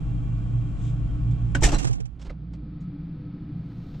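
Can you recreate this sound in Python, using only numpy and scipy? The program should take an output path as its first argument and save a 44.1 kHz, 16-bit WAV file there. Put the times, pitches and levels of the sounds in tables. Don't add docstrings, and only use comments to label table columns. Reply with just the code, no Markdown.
import sys
import numpy as np
from scipy import signal
from scipy.io import wavfile
from scipy.ndimage import uniform_filter1d

SR = 44100
rng = np.random.default_rng(int(sys.argv[2]) if len(sys.argv) > 2 else 0)


def boost_factor(decibels):
    exponent = np.asarray(decibels, float) / 20
    return 10 ** exponent


def file_out(sig):
    cols = np.atleast_2d(sig).T
    lim = np.clip(cols, -1, 1)
    pcm = np.round(lim * 32767).astype(np.int16)
    wavfile.write(sys.argv[1], SR, pcm)


N = 176400
T = np.arange(N) / SR

# time in seconds, level in dB, wind mode share from 0 to 1.
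AIR = [
    (0, 0, 0.08),
    (.8, 0.5, 0.07),
    (1.5, 0.5, 0.15),
    (1.9, 6.5, 0),
    (2.12, -9.5, 0.26),
    (2.45, -7.5, 0.73),
    (2.75, -4, 0.96),
    (3.45, -2.5, 1),
    (4, -3, 0.74),
]


def evened(x):
    return x / np.sqrt(np.mean(x ** 2) + 1e-20)


def read(points, hz):
    f, value = np.transpose(points)
    return np.interp(np.log(hz + 1), np.log(f + 1), value)


def curve(table, t, index):
    times = [row[0] for row in table]
    return np.interp(t, times, [row[index] for row in table])


def drift(rate):
    speeds = np.geomspace(rate / 10, rate, num=12)
    return evened(sum(np.sin(2 * np.pi * (f * T + rng.random())) for f in speeds))


def port_noise(size, field_db):
    # frequency in Hz, likeness from 0 to 1.
    likeness = [(60, .7), (130, .95), (300, .93), (700, .6), (1400, .55), (3100, .66), (6000, .12)]
    # frequency in Hz, lead in radians.
    left_lead = [(60, .3), (340, .1), (950, 1.4), (1460, .9), (1980, 2.0), (2330, .2)]
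    # frequency in Hz, left over right in dB.
    left_lean = [(50, 2), (110, -1.5), (400, -5), (700, -4), (1300, -1), (2400, 0)]
    hop = size // 4
    frames = N // hop + 5
    hz = np.fft.rfftfreq(size, 1 / SR)
    a, b, c, d = rng.standard_normal((frames, len(hz), 4)).T
    same = np.clip(read(likeness, hz), 0, 1)[:, None]
    right = a + 1j * b
    left = same * right + np.sqrt(1 - same ** 2) * (c + 1j * d)
    left = left * (boost_factor(read(left_lean, hz)) * np.exp(1j * read(left_lead, hz)))[:, None]
    spectra = np.array([left, right]) * boost_factor(field_db(hz[:, None], np.arange(frames) * hop / SR))
    noise = signal.istft(spectra, nperseg=size, noverlap=size - hop)[1][:, :N]
    return noise * np.sqrt(3 * SR / 2 / size)


def bright_db(hz, t):
    # frequency in Hz, level in dB.
    hand_on_door = [(1500, -15.5), (2300, -1), (2800, -7), (3400, 1.5), (4400, -13.5), (7500, -2.5),
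                    (9000, -20), (15000, -39.5)]
    slam = [(500, -24.5), (1500, -7), (2500, -4), (4600, -9.5), (5600, -2.5), (7800, -3), (9500, -18),
            (15500, -38)]
    seal_peel = [(500, -10), (2200, -2.5), (4200, -3), (5200, -5), (8000, -10.5), (9500, -23.5),
                 (15500, -45)]
    clothes = [(2000, -6.5), (4000, 1.5), (8000, -17), (10800, -33), (12500, -16), (15500, -24.5)]
    colours = [read(c, hz) for c in (hand_on_door, slam, seal_peel, clothes)]
    colours = np.hstack([c - 10 * np.log10(np.mean(boost_factor(2 * c))) for c in colours])
    slam_s, peel_s, clothes_s = 1.45, 2.12, 3.3
    return colours[:, np.searchsorted([slam_s, peel_s, clothes_s], t)]


def rattles():
    # start in seconds, bright level in dB, dull part in dB relative to it,
    # hold in seconds, time to fall 60 dB in seconds.
    slam_hits = [(1.5474, -36, 4.5, 0.0067, 0.08), (1.607, -44, -10.5, 0.017, 0.063),
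                 (1.622, -33, 4.5, 0.0033, 0.068), (1.6289, -21.5, -6, 0.02, 0.15),
                 (1.686, -39, 8.5, 0.0064, 0.11), (1.7168, -36, 2.5, 0.0066, .15),
                 (1.724, -42.5, 12, .03, 0.1), (1.78, -34.5, -4.5, 0.02, 0.13),
                 (1.824, -39, -6.5, 0.012, 0.066), (1.8425, -32.5, 1, 0.0098, 0.065),
                 (1.867, -36, 1, 0.013, 0.088), (1.907, -45, -13, 0.008, 0.078),
                 (1.928, -39.5, -8, 0.0058, 0.075), (1.9507, -49, -8, 0.005, 0.08),
                 (1.979, -66, 13.5, 0.0095, 0.23), (2.0008, -44, -0.5, 0.0046, 0.047),
                 (2.054, -48, -7.5, 0.00292, 0.052)]
    small_ticks = [
        (1.307, -60.5, -27, 0.0087, 0.082),
        (2.19, -60.5, 2, .022, 0.079),
        (2.2134, -51, -5, 0.0091, .09),
        (2.246, -58.5, 7.5, 0.009, 0.061),
        (2.258, -58.5, 10, 0.014, 0.065),
        (2.2934, -63, 19, 0.011, 0.055),
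        (2.5324, -62.5, 9.5, 0.0063, .08),
        (2.801, -71, -18.5, 0.02, 0.15),
        (3.711, -83.5, 24.5, .006, 0.046),
        (3.939, -78.5, 25.5, 0.0087, 0.044),
    ]
    # middle in seconds, level in dB, half length in seconds.
    brushes = [
        (0.858, -57, 0.045),
        (1.491, -71, 0.096),
        (4.0, -67, 0.24),
    ]
    # frequency in Hz, level in dB.
    dull_colour = [(150, -7), (320, 8.5), (800, -0.5), (1600, -5.5), (2900, -14), (4500, -15),
                   (8000, -35.5), (15000, -68)]
    bright = evened(port_noise(512, bright_db))
    dull = evened(port_noise(512, lambda hz, t: read(dull_colour, hz) + 0 * t))
    crackle = boost_factor(1.2 * evened(uniform_filter1d(rng.standard_normal(N), size=90)))
    bright_power, dull_power = np.zeros(N), np.zeros(N)
    for s, db, dull_db, hold, t60 in slam_hits + small_ticks:
        age = np.maximum(T - s, 0)
        fading = np.maximum(age - hold, 0)
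        rise = np.minimum(age / (0.001 + 0.3 * hold), 1) ** 2
        bright_power += rise * boost_factor(2 * (db - 60 * fading / t60))
        dull_power += rise * boost_factor(2 * (db + dull_db - 60 * fading / (1.6 * t60)))
    for s, db, half in brushes:
        bright_power += boost_factor(2 * db) * np.exp(-((T - s) / half) ** 2)
    return crackle * (np.sqrt(bright_power) * bright + np.sqrt(dull_power) * dull)


def clinks():
    # start in seconds, level in dB, pitch factor.
    jar_strikes = [
        (1.7448, -29, 1.0),
        (1.7645, -40, 1.0),
    ]
    # frequency in Hz, level in dB.
    jar_modes = [(4064, 0.5), (5825, -1.5), (7176, -8), (7730, 0.5), (9800, -15), (13200, -32.5)]
    # start in seconds, frequency in Hz, level in dB, time to fall 60 dB in seconds.
    panel_rings = [(1.551, 1500, -19.5, 0.057), (1.549, 1910, -26, 0.044), (1.548, 2200, -25, 0.038),
                   (1.552, 2790, -33.5, 0.066), (1.549, 3080, -29, .04), (1.549, 850, -37, 0.064),
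                   (1.619, 874, -30.5, 0.14), (1.634, 2144, -22.5, 0.06), (1.639, 1780, -20.5, 0.057),
                   (1.642, 1994, -31.5, 0.061), (1.640, 809, -23, .1), (1.656, 310, -22, 0.087),
                   (1.662, 823, -26.5, 0.077), (1.674, 695, -25, .1), (1.689, 1534, -38.5, 0.069),
                   (1.690, 2725, -31, 0.047), (1.722, 588, -33, 0.11), (1.728, 842, -28.5, 0.15),
                   (1.727, 1380, -36.5, 0.1), (1.728, 314, -25.5, 0.16), (1.746, 2740, -36, 0.077),
                   (1.788, 2770, -35, 0.11), (1.805, 750, -35.5, .12), (1.821, 1153, -42, .2),
                   (1.844, 813, -25, 0.041), (1.844, 315, -20, 0.075), (1.871, 1290, -37, 0.052),
                   (1.870, 676, -37, 0.19), (1.894, 397, -28, 0.062), (1.912, 786, -38, 0.19),
                   (1.981, 715, -36.5, 0.06), (2.001, 425, -31.5, 0.047), (2.002, 750, -45, 0.081),
                   (2.002, 1570, -58, .05), (2.054, 750, -46, .06), (2.2154, 5500, -47.5, .03),
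                   (2.2165, 2440, -50, 0.027), (2.2975, 2060, -39.5, 0.035), (2.304, 1260, -45, 0.055),
                   (2.304, 500, -40, .07), (2.806, 6770, -67.5, .06), (1.555, 1650, -27, 0.049)]
    jar_t60_s, rise_s = 0.061, 0.001
    lowest_hz = jar_modes[0][0]
    glass = []
    for s, db, pitch in jar_strikes:
        for hz, mode_db in jar_modes:
            glass.append((s, hz * pitch, db + mode_db, jar_t60_s * np.sqrt(lowest_hz / hz)))
    twins = [(s, hz * 1.035, db - 5, t60) for s, hz, db, t60 in panel_rings]
    out = np.zeros((2, N))
    age = T[:SR // 4]
    for s, hz, db, t60 in glass + panel_rings + twins:
        ring = boost_factor(db - 60 * age / t60) * (1 - np.exp(-age / rise_s))
        port_phase = rng.uniform(0, np.pi, (2, 1))
        at = round(s * SR)
        out[:, at:at + len(age)] += ring * np.sin(2 * np.pi * hz * age + port_phase)
    return out


def blows():
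    # start in seconds, level in dB, frequency in Hz, rise in seconds, sign of the pressure.
    pressure_swings = [(1.5547, -25.5, 262, 0.0052, -1), (1.602, -16.5, 13, 0.0099, 1),
                       (1.6255, -19, 45, 0.0048, -1), (1.6427, -7.5, 36, 0.01, -1),
                       (1.6542, -30, 290, 0.025, 1), (1.7176, -14, 28.8, 0.026, -1),
                       (1.843, -15, 126, .013, -1), (1.894, -14, 121, .013, 1), (1.997, -23, 121, .016, -1),
                       (2.276, -26.5, 34, 0.014, -1), (2.2991, -43, 580, 0.0063, 1)]
    out = np.zeros(N)
    for s, db, hz, rise, sign in pressure_swings:
        age = np.maximum(T - s, 0)
        swell = age / rise * np.exp(1 - age / rise)
        out += np.sign(sign) * boost_factor(db) * swell * np.sin(2 * np.pi * hz * age)
    return out * boost_factor(np.array([[-2.3], [0]]))


def motor():
    # time in seconds, shaft lines in dB, beating buzz in dB.
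    motor_level = [
        (0, -29.5, -29),
        (1.0, -31, -27),
        (1.55, -30, -25),
        (1.62, -28.5, -32),
        (1.95, -23, -36),
        (2.15, -40, -47.5),
        (2.3, -49, -48.5),
        (2.7, -43.5, -47.5),
        (2.95, -53, -45),
        (4, -53, -41.5),
    ]
    # frequency in Hz, level in dB, left over right in dB.
    shaft_lines = [(29.9, -13, -1), (48.4, 0, 1), (86.2, -14, 2), (145.3, -7, 1)]
    # frequency in Hz, level in dB, phase in radians.
    buzz_lines = [(113.1, -9, -1.1), (117.46, 1, 0.9), (120.06, -2.5, -1.73)]
    # time in seconds, left in dB, right in dB.
    shake = [
        (0, -28.5, -49),
        (.95, -27.5, -37),
        (1.3, -25, -26.5),
        (1.6, -39.5, -20.5),
        (2.0, -44, -38.5),
        (2.6, -41.5, -34),
        (2.85, -45.5, -48.5),
    ]
    # multiple of the turn, level in dB.
    overtones = [(11, -68.5), (12, -65), (13, -71), (14, -64.5), (23, -70.5), (33, -79), (46, -78.5),
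                 (47, -75.5)]
    out = np.zeros((2, N))
    for hz, db, left_db in shaft_lines:
        phase = 2 * np.pi * (hz * T + rng.random()) + 0.089 * drift(1.3)
        level = boost_factor(curve(motor_level, T, index=1) + db + 1.1 * drift(3.5))
        out += level * boost_factor(np.array([[left_db], [0]])) * np.sin(phase)

    buzz = np.zeros(N)
    for hz, db, phase in buzz_lines:
        buzz += boost_factor(db + 2.5 * drift(8.2)) * np.cos(2 * np.pi * hz * T + phase + 0.28 * drift(3.8))
    out += boost_factor(curve(motor_level, T, index=2)) * np.array([boost_factor(-3) * buzz, buzz])

    turn = 2 * np.pi * 58.59 * T
    shake_db = np.array([curve(shake, T, index=1), curve(shake, T, index=2)])
    out += boost_factor(shake_db) * np.sin(turn + np.array([[0.8], [0]]))
    level_db = curve(AIR, T, index=1) - 6.9 * curve(AIR, T, index=2)
    for multiple, db in overtones:
        level = boost_factor(db + level_db + 2.2 * drift(6))
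        out += level * np.sin(round(multiple) * turn + rng.uniform(0, np.pi / 2, (2, 1)))
    return out


def air():
    # frequency in Hz, level in dB per Hz.
    two_mic_colour = [(20, -56.5), (190, -61.5), (250, -66), (450, -81), (1500, -93), (3600, -101),
                      (8000, -109), (13000, -129)]
    wind_mode_colour = [(30, -63.5), (190, -62), (330, -73), (450, -88.5), (1500, -96), (4600, -105),
                        (6500, -128), (15000, -145)]
    resonance_hz = [148, 168, 292, 490, 700, 1110, 1285, 1478, 2370, 2750, 3205, 7400, 4600]
    # width in Hz, boost in dB with the door near, boost in dB in wind mode.
    resonance_shape = [(15.37, 8, 10), (20.7, 8.5, 14), (20.9, 14, 14.5), (39.4, 3.5, 11.5),
                       (141, 2.5, 1.5), (62.7, 13, -0.5), (50.3, 5, 10.5), (70, 8, 2), (71.6, 9, 5),
                       (120, 6, -8.5), (81, 12.5, -3), (900, 8, -10), (1500, -4, 0)]

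    def field_db(hz, t):
        share = np.clip(curve(AIR, t, index=2), 0, 1)
        db = (1 - share) * read(two_mic_colour, hz) + share * read(wind_mode_colour, hz)
        for f, (width, near_db, wind_db) in zip(resonance_hz, resonance_shape):
            boost = (1 - share) * near_db + share * wind_db
            db = db + boost / (1 + (2 * (hz - f) / width) ** 2)
        return db + curve(AIR, t, index=1)

    return port_noise(4096, field_db)


def scene():
    return rattles() + clinks() + blows() + motor() + air()


def band_limit(x):
    return signal.sosfilt(signal.butter(12, 15730, fs=SR, output="sos"), x)


def record(dry):
    # time in seconds, left port in dB, share of the right port in the left channel.
    mixing = [
        (1.74, 0, 0),
        (1.82, -7, -.5),
        (1.87, -10, -.7),
        (2.05, -12, -.65),
        (2.17, -15, .55),
        (2.4, -22, .72),
        (2.68, -30, .88),
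        (2.8, -69, 1),
        (3.86, -69, 1),
        (3.93, -22, 1),
    ]
    left = boost_factor(curve(mixing, T, index=1)) * dry[0] + curve(mixing, T, index=2) * dry[1]
    fade_in = np.minimum(T * SR / 200, 1)
    return band_limit(np.array([left, dry[1]]) * fade_in)


dry = scene()
out = record(dry)
file_out(out)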